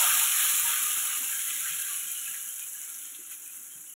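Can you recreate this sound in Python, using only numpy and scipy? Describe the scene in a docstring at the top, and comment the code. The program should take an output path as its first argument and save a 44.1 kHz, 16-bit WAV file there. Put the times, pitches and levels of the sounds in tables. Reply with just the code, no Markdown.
"""First comes a loud, dense sizzle: hot spiced oil has just been poured on wet curry in a metal pan.
Close to the microphone, water flashes to steam. Tiny bubbles fizz, larger ones ring lower down,
steam spurts through the curry and droplets burst with sharp spits. It all fades as the oil cools,
and the biggest boiling bubbles die out first. Cookware bumps softly in a quiet kitchen."""
import sys
import numpy as np
from scipy import signal
from scipy.fft import rfft, irfft
from scipy.io import wavfile

SR = 44100
rng = np.random.default_rng(int(sys.argv[2]) if len(sys.argv) > 2 else 0)


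def generate_wav(signal):
    """Clip the signal to [-1, 1] and save it as 16-bit WAV at the path in sys.argv[1]."""
    frames = np.transpose(np.atleast_2d(signal))
    scaled = np.clip(frames, -1, 1) * 32767
    pcm = np.round(scaled).astype(np.int16)
    wavfile.write(sys.argv[1], SR, pcm)


N = 176400
TIME = np.arange(N) / SR

# How loud each sound is over time, before mixing. Columns: time_s, level_db
FIZZ_FADE = [(0.0, -22.5), (0.18, -24), (0.35, -26), (0.38, -24.5), (1.16, -31), (1.69, -32.5), (2.98, -41),
             (3.29, -44.5), (3.32, -38.5), (3.35, -43.5), (3.49, -43.5), (3.92, -46)]  # the fine, high fizz
BUBBLE_FADE = [(0, -31), (.2, -32), (.32, -34), (.49, -33.5), (.57, -37), (.7, -34), (.8, -37), (1.34, -43),
               (1.66, -41.5), (1.78, -44), (1.92, -43), (1.99, -47.5), (2.35, -49), (2.53, -56.5),
               (2.62, -51.5), (2.72, -58.5), (2.82, -55), (3.3, -58.5), (3.32, -50.5), (3.38, -62.5),
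               (3.49, -58.5), (3.65, -62), (3.92, -65)]  # middle-sized bubbles
BOIL_FADE = [(0, -35.5), (.12, -51), (.3, -57), (.45, -53), (.57, -58.5), (.69, -55), (.77, -59),
             (1.22, -60), (1.4, -68), (2.4, -82), (3.9, -95)]  # the biggest boiling bubbles
GURGLE_FADE = [(0, -53), (.12, -40.5), (.25, -50.5), (.46, -49), (.6, -50.5), (.7, -48.5), (.86, -50),
               (.88, -53.5), (1.0, -58), (1.14, -48.5), (1.2, -63), (1.28, -77), (2.2, -92)]  # boiling against the pan wall
CHURN_LOUDNESS = [(0, -82), (1.2, -70), (1.45, -75), (1.8, -73), (2.3, -73.5), (2.6, -79.5), (3.9, -76)]  # the thick curry heaving
ROOM_FADE = [(0, -64.5), (1.5, -71), (2.7, -70.5), (3.9, -82)]  # the kitchen's background noise
LOW_RING_SWELL = [(0, -101), (2.7, -95), (3.0, -77), (3.92, -73.5)]  # a faint ring near the end

# Tone curves: how much each pitch is turned up or down. Columns: pitch_hz, gain_db
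HOT_FIZZ_TONE = [(300, -40.5), (1000, -33.5), (3000, -12), (4400, -7), (5500, -11.5), (6200, -9),
                 (6900, -4), (7700, -6), (8500, -8), (9000, -10.5), (9300, -17.5), (9600, -10),
                 (9900, -4.5), (10400, 0), (11000, -2.5), (11500, -6), (12800, -5.5), (13300, -3.5),
                 (13700, -19.5), (14100, -11.5), (14600, -10.5), (15700, -2)]  # the fizz in hot oil
COOLED_FIZZ_CHANGE = [(1500, 17.5), (3300, -17), (4000, -30), (5000, -21), (5600, -1.5), (6400, 2),
                      (8000, 1), (11000, 0.5), (15500, -3)]  # how the fizz has thinned by the end
BUBBLE_TONE = [(300, -59), (700, -20), (1080, -23), (1180, -8.5), (1270, -18.5), (1350, -4), (1430, -3),
               (1550, -3.5), (1720, -3), (1830, -7.5), (2150, -3), (2500, -2), (2720, -1), (2920, 0),
               (3200, -1), (3600, -3), (4100, -4.5), (4600, -6.5), (5600, 8), (8000, -28)]  # middle-sized bubbles
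BOIL_TONE = [(200, -57.5), (490, -22), (580, -4), (720, -4), (810, -0.5), (865, -2), (940, 3.5), (1060, -2),
             (1190, -5.5), (1300, 7), (1700, -17), (3000, -24.5)]  # the biggest boiling bubbles
ROOM_TONE = [(20, -12), (60, -21), (110, -5.5), (200, 1), (255, -18), (305, 1.5), (370, 1.5), (480, -8),
             (900, -0.5), (2000, -5), (6000, -48.5), (16000, -28)]  # the kitchen's background noise
MIC_UPPER_NOTCHES = [(8600, 0), (9300, -11), (10000, 0), (13200, 0), (13800, -5), (15000, 0)]  # two narrow high bands the microphone loses, used on the spits

# Loud spurts of steam through the curry. Columns: start_s, length_s, pitch_hz, relative_level_db
STEAM_SPURTS = [(0, 0.24, 738, -52.5), (0.161, 0.11, 920, -49), (0.634, 0.083, 938, -49),
                (0.652, 0.071, 1650, -44), (1.089, 0.12, 2900, -45), (1.23, .09, 2780, -45),
                (1.274, 0.12, 1620, -51), (1.36, 0.1, 1750, -54.5), (1.442, 0.059, 1390, -59),
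                (1.544, 0.036, 2030, -47), (1.637, 0.066, 1560, -46), (1.65, 0.11, 3140, -48),
                (1.684, 0.076, 2500, -47), (1.79, 0.096, 1560, -50.5), (1.86, 0.13, 1150, -54),
                (1.858, 0.23, 2920, -51.5), (1.902, 0.29, 2450, -55.5), (2.05, .14, 3130, -50.5),
                (2.112, 0.24, 2930, -50.5), (2.138, 0.064, 1490, -58), (2.245, 0.055, 2570, -48),
                (2.254, 0.053, 1670, -52), (2.327, 0.069, 1640, -57), (2.363, 0.16, 2900, -53),
                (2.427, .12, 3100, -55.5), (2.593, 0.06, 2450, -55), (2.6, 0.084, 3040, -58),
                (2.728, 0.083, 1690, -57.5), (2.751, 0.1, 2930, -56.5), (2.792, 0.13, 2260, -62),
                (3.022, 0.094, 3170, -58.5), (3.303, 0.045, 2560, -58), (3.452, 0.064, 2500, -59.5),
                (3.692, 0.078, 3150, -60), (3.856, 0.1, 2960, -61)]
# The notes the metal pan rings at. Columns: pitch_hz, relative_level_db
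PAN_NOTES = [(810, 1), (945, -1), (1165, -3), (1221, -2), (1348, -1.5), (1463, -4), (1560, -5), (1655, -3),
             (1746, -3), (1929, -4), (2027, -8), (2919, -9), (3117, -9)]
# Soft bumps of cookware. Columns: start_s, peak_db, pitch_hz
COOKWARE_BUMPS = [(0.083, -55, 124), (0.126, -58, 230), (0.516, -57, 189), (0.537, -56, 342),
                  (0.626, -54, 148), (0.635, -59, 342), (0.815, -55, 262), (0.959, -54.5, 287),
                  (0.967, -57, 125), (1.158, -56, 335), (1.2, -52, 290), (1.497, -58, 335),
                  (1.545, -61, 328), (1.585, -61, 160), (1.701, -57.5, 149), (1.755, -65, 140),
                  (2.044, -61, 162), (2.275, -63, 149), (3.03, -62, 280), (3.179, -52.5, 318),
                  (3.579, -62, 300), (3.745, -58, 157)]
# Quick clusters of small pops. Columns: start_s, fade_s, pitch_hz, relative_level_db
WATER_SPUTTERS = [(.198, 0.015, 2550, -33), (1.225, 0.013, 1080, -52.5), (1.502, 0.012, 2900, -40),
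                  (1.657, 0.044, 1680, -42.5), (2.343, 0.016, 1960, -45.5), (2.594, 0.029, 2880, -51),
                  (3.015, 0.014, 3160, -52), (3.056, 0.022, 3300, -57), (3.142, .028, 3230, -49.5),
                  (3.313, .035, 2600, -57.5), (3.314, 0.018, 1400, -64.5), (3.46, .04, 2600, -63.5),
                  (3.862, 0.015, 3030, -61)]
# Single droplets bursting. Columns: start_s, peak_db, pitch_hz
DROPLET_SPITS = [(.5987, -10, 13000), (.8305, -13, 11500), (.9039, -19, 10500), (1.6574, -21, 10500),
                 (1.8143, -20, 11000), (1.9336, -20.5, 10700), (2.1171, -16.5, 10500), (2.1205, -23, 9500),
                 (2.2781, -21, 8400), (2.3758, -24.5, 10100), (2.49, -22.5, 10500), (2.5826, -23.5, 11000),
                 (2.6004, -23, 8000), (2.6277, -20, 10600), (2.6867, -27, 7500), (2.7327, -26, 7300),
                 (2.8165, -24, 8000), (2.9011, -24, 9800), (2.944, -29, 5800), (2.9885, -26, 7700),
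                 (3.0549, -26.5, 7200), (3.1626, -27.5, 10500), (3.2732, -31, 10700), (3.3128, -28, 10000),
                 (3.3174, -23, 11500), (3.4605, -27, 10900), (3.477, -26.5, 10300), (3.5559, -27, 10500),
                 (3.5713, -27, 10500), (3.6333, -31, 11300), (3.7369, -31, 11300), (3.8163, -32, 10600),
                 (3.9249, -30, 13000)]


def amp(db):
    """Turns decibels into a number to multiply a sound by."""
    return 10 ** (np.asarray(db) / 20)


def unit(x):
    """Scales a signal so its average strength (rms) is 1."""
    return x / np.sqrt(np.mean(x ** 2) + 1e-20)


def level(points):
    """Joins (time_s, level_db) points into a volume curve."""
    return amp(np.interp(TIME, *np.transpose(points)))


def add(mix, start_s, sound):
    """Adds a sound to the mix at its start time."""
    part = mix[max(round(start_s * SR), 0):][:len(sound)]
    part += sound[:len(part)]


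def tone(x, points):
    """Turns pitches up or down along a (pitch_hz, gain_db) curve."""
    hz, db = np.transpose(points)
    freqs = np.fft.rfftfreq(len(x), 1 / SR)
    gain = amp(np.interp(np.log(freqs + 1), np.log(hz), db))
    return irfft(rfft(x) * gain, len(x))


def band(x, hz, octaves):
    """Keeps only the sound near one pitch; more octaves make the band wider."""
    freqs = np.fft.rfftfreq(len(x), 1 / SR)
    octaves_away = np.log2((freqs + 1) / hz)
    return irfft(rfft(x) * np.exp(-.5 * (octaves_away / octaves) ** 2), len(x))


def band_noise(hz, octaves, size=N):
    """Noise gathered around one pitch."""
    return unit(band(rng.standard_normal(size), hz, octaves))


def wander(slow_hz, fast_hz):
    """A random drift up and down, mostly between a slow and a fast rate."""
    freqs = np.fft.rfftfreq(N, 1 / SR)
    weight = (freqs > 0) / np.sqrt(freqs + slow_hz) / (1 + (freqs / fast_hz) ** 2)
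    return unit(irfft(rfft(rng.standard_normal(N)) * weight, N))


def clicks(per_s, spread_db, cap):
    """Random clicks, many small and a few large, at most cap * spread_db decibels apart."""
    size = amp(spread_db * np.minimum(rng.exponential(1, N), cap))
    return size * rng.choice([-1, 1], N) * (rng.random(N) < per_s / SR)


def bubbles(low_hz, high_hz, cycles, glide, per_s, spread_db, clump_db, sizes):
    """Bubbles of many sizes burst in clumps; each rings briefly while its pitch glides up."""
    out = np.zeros(N)
    for hz in np.geomspace(low_hz, high_hz, sizes):
        age = TIME[:8192] * hz / cycles  # at age 1 the ring has dropped to about a third
        phase = 2 * np.pi * cycles * (age + glide * age ** 2 / 2)
        ring = (age < 6) * np.exp(-age) * np.sin(phase)
        bursts = clicks(per_s / sizes, spread_db, cap=2.1) * amp(clump_db * wander(12, 56))
        out += np.sqrt(hz) * unit(signal.oaconvolve(bursts, ring)[:N])
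    return unit(out)


def fizz():
    """Tiny steam bubbles and ticks come in quick flurries; the lower bubbles fade first as oil cools."""
    tiny = bubbles(5230, 14760, cycles=4.5, glide=.0079, per_s=11000,
                   spread_db=2, clump_db=1.66, sizes=24)
    ticks = amp(-5.5) * unit(clicks(per_s=3500, spread_db=.5, cap=3.2))
    flurries = amp(.45 * wander(120, 800))
    hot = unit(tone((tiny + ticks) * flurries + crackle(), HOT_FIZZ_TONE))
    cooled = tone(hot, COOLED_FIZZ_CHANGE)
    cooling = TIME / TIME[-1]
    return ((1 - cooling) * hot + cooling * cooled) * level(FIZZ_FADE)


def crackle(growth_db_per_s=2.3):
    """Separate dry ticks that stand out more as the fizz thins."""
    ticks = unit(clicks(per_s=170, spread_db=3.5, cap=2.8))
    return ticks * amp(-17 + growth_db_per_s * TIME)


def bubbling():
    """Middle-sized bubbles ring in the wet curry, mixed with small steam spurts and pops."""
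    rings = bubbles(1101, 4820, cycles=4.5, glide=.019, per_s=6000, spread_db=2, clump_db=1.4, sizes=30)
    mix = rings + amp(-6) * small_spurts() + pops()
    return unit(tone(mix, BUBBLE_TONE)) * level(BUBBLE_FADE)


def spurt(length_s, hz, octaves):
    """Steam hisses through one opening in the curry: a narrow note that swells and closes."""
    size = int(length_s * SR)
    hiss = band_noise(hz, octaves, size=16384)[:size]
    return unit(hiss * signal.windows.tukey(size, .5))


def small_spurts(low_hz=1163, high_hz=4135, typical_s=.11, count=260):
    """Many overlapping spurts of steam at random times and pitches."""
    out = np.zeros(N)
    for when, height, stretch in rng.random((count, 3)):
        hz = low_hz * (high_hz / low_hz) ** height
        hiss = spurt(typical_s * (.5 + stretch), hz, octaves=.047)
        add(out, when * N / SR - typical_s / 2, hiss)
    return unit(out)


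def pops(growth_db_per_s=2.8):
    """Small dry pops that stand out from the bubbling as it dies down."""
    ticks = band(clicks(per_s=340, spread_db=3, cap=2.2), hz=2500, octaves=.8)
    return unit(ticks) * amp(-16 + growth_db_per_s * TIME)


def boil():
    """Big bubbles boil up only while the oil is hottest."""
    big = bubbles(550, 1400, cycles=9, glide=.004, per_s=900, spread_db=2.5, clump_db=2.5, sizes=32)
    return unit(tone(big, BOIL_TONE)) * level(BOIL_FADE)


def gurgle():
    """Bubbles boiling against the pan wall gurgle on one hollow note."""
    return band_noise(hz=1208, octaves=.093) * level(GURGLE_FADE)


def loud_spurts():
    """The spurts of steam that stand out, stuttering as they go."""
    out = np.zeros(N)
    for start_s, length_s, hz, db in STEAM_SPURTS:
        add(out, start_s, amp(db - 2.5) * spurt(length_s, hz, octaves=.044))
    stutter = unit(amp(2 * wander(60, 280)))
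    return out * stutter


def pan_ring(curry, ring_s=.11):
    """The bubbling curry shakes the metal pan, which rings briefly at its own notes."""
    t = TIME[:SR // 2]
    ring = sum(amp(db - 60 * t / ring_s) * np.sin(2 * np.pi * (hz * t + rng.random()))
               for hz, db in PAN_NOTES)
    return amp(-14) * np.std(curry) * unit(signal.oaconvolve(curry, ring)[:N])


def churn():
    """Slow, soft bubbles heave in the thick curry, ebbing at random."""
    slow = bubbles(100, 474, cycles=4, glide=.0081, per_s=200, spread_db=1.5, clump_db=2, sizes=12)
    ebb_db = 3 * np.minimum(wander(10, 25), .7)
    return unit(band(slow, hz=236, octaves=.75) * amp(ebb_db)) * level(CHURN_LOUDNESS)


def room_noise():
    """The faint, low background noise of the kitchen."""
    return unit(tone(rng.standard_normal(N), ROOM_TONE)) * level(ROOM_FADE)


def kitchen_echo(sound, fade_s=.2, delay_s=.003):
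    """Sound bounces around the kitchen and leaves a short tail."""
    t = TIME[:SR // 2]
    tail = rng.standard_normal(len(t)) * amp(-60 * t / fade_s) * (t > delay_s)
    return amp(-11) * signal.oaconvolve(sound, tail / np.linalg.norm(tail))[:N]


def bumps(rise_s=.018):
    """Dull, soft knocks of cookware being moved."""
    out, age = np.zeros(N), TIME[:16384] / rise_s
    for start_s, db, hz in COOKWARE_BUMPS:
        thud = band_noise(hz, octaves=.38, size=len(age)) * age * np.exp(-age)
        add(out, start_s, amp(db) * thud / abs(thud).max())
    return out


def sputters(pops_per_s=720):
    """A pocket of water spatters: a cluster of pops that starts at once and trails off."""
    out, t = np.zeros(N), TIME[:8192]
    pad = 256  # silent samples on each side give the filter room to ring
    for start_s, fade_s, hz, db in WATER_SPUTTERS:
        cluster = rng.standard_normal(len(t)) * (rng.random(len(t)) < pops_per_s / SR)
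        cluster *= np.exp(-(t / fade_s) ** 2)
        sound = band(np.pad(cluster, pad), hz, octaves=.29)
        sound = unit(sound) * np.sqrt(fade_s * SR / len(sound))  # strength 1 over fade_s
        add(out, start_s - pad / SR, amp(db - 3) * sound)
    return out


def spits(snap_s=.00035, spray_s=.005):
    """A droplet explodes: a sharp snap, then a short, quieter spray."""
    out, t, pad = np.zeros(N), TIME[:2048], 64
    fade = np.exp(-t / snap_s) + amp(-19) * np.exp(-t / spray_s)
    for start_s, db, hz in DROPLET_SPITS:
        burst = np.pad(rng.standard_normal(len(t)) * fade, pad)
        snap = tone(band(burst, hz, octaves=.33), MIC_UPPER_NOTCHES)
        add(out, start_s - pad / SR, amp(db) * snap / abs(snap).max())
    return out


def low_ring():
    """A faint, wavering low ring that comes up near the end."""
    return band_noise(hz=304, octaves=.074) * level(LOW_RING_SWELL)


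def scene():
    """The sizzling pan, surging slightly as a whole, in the quiet kitchen."""
    curry = bubbling() + boil() + gurgle() + loud_spurts() + sputters()
    surge_db = .5 * wander(15, 150)
    sizzle = (fizz() + curry + pan_ring(curry)) * amp(1.3 + surge_db)
    near = sizzle + churn() + bumps() + spits()
    return (near + room_noise() + kitchen_echo(near) + low_ring())[None]


def record(dry, notch_hz=4828, notch_width_hz=446, end_s=3.94, top_hz=15740):
    """The microphone loses a narrow band and adds faint hiss; the sound stops; top treble is cut."""
    freqs = np.fft.rfftfreq(N, 1 / SR)
    distance = ((freqs - notch_hz) / notch_width_hz) ** 2
    notched = irfft(rfft(dry) * (distance / (1 + distance)) ** 1.18, N)
    hiss = amp(-81) * band_noise(hz=6700, octaves=.46)
    stop = np.clip((end_s - TIME) / .0018, 0, 1)
    treble_cut = signal.firwin(511, top_hz, window=("kaiser", 9), fs=SR)
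    return signal.oaconvolve((notched + hiss) * stop, treble_cut[None], "same")


dry = scene()
out = record(dry)
generate_wav(out)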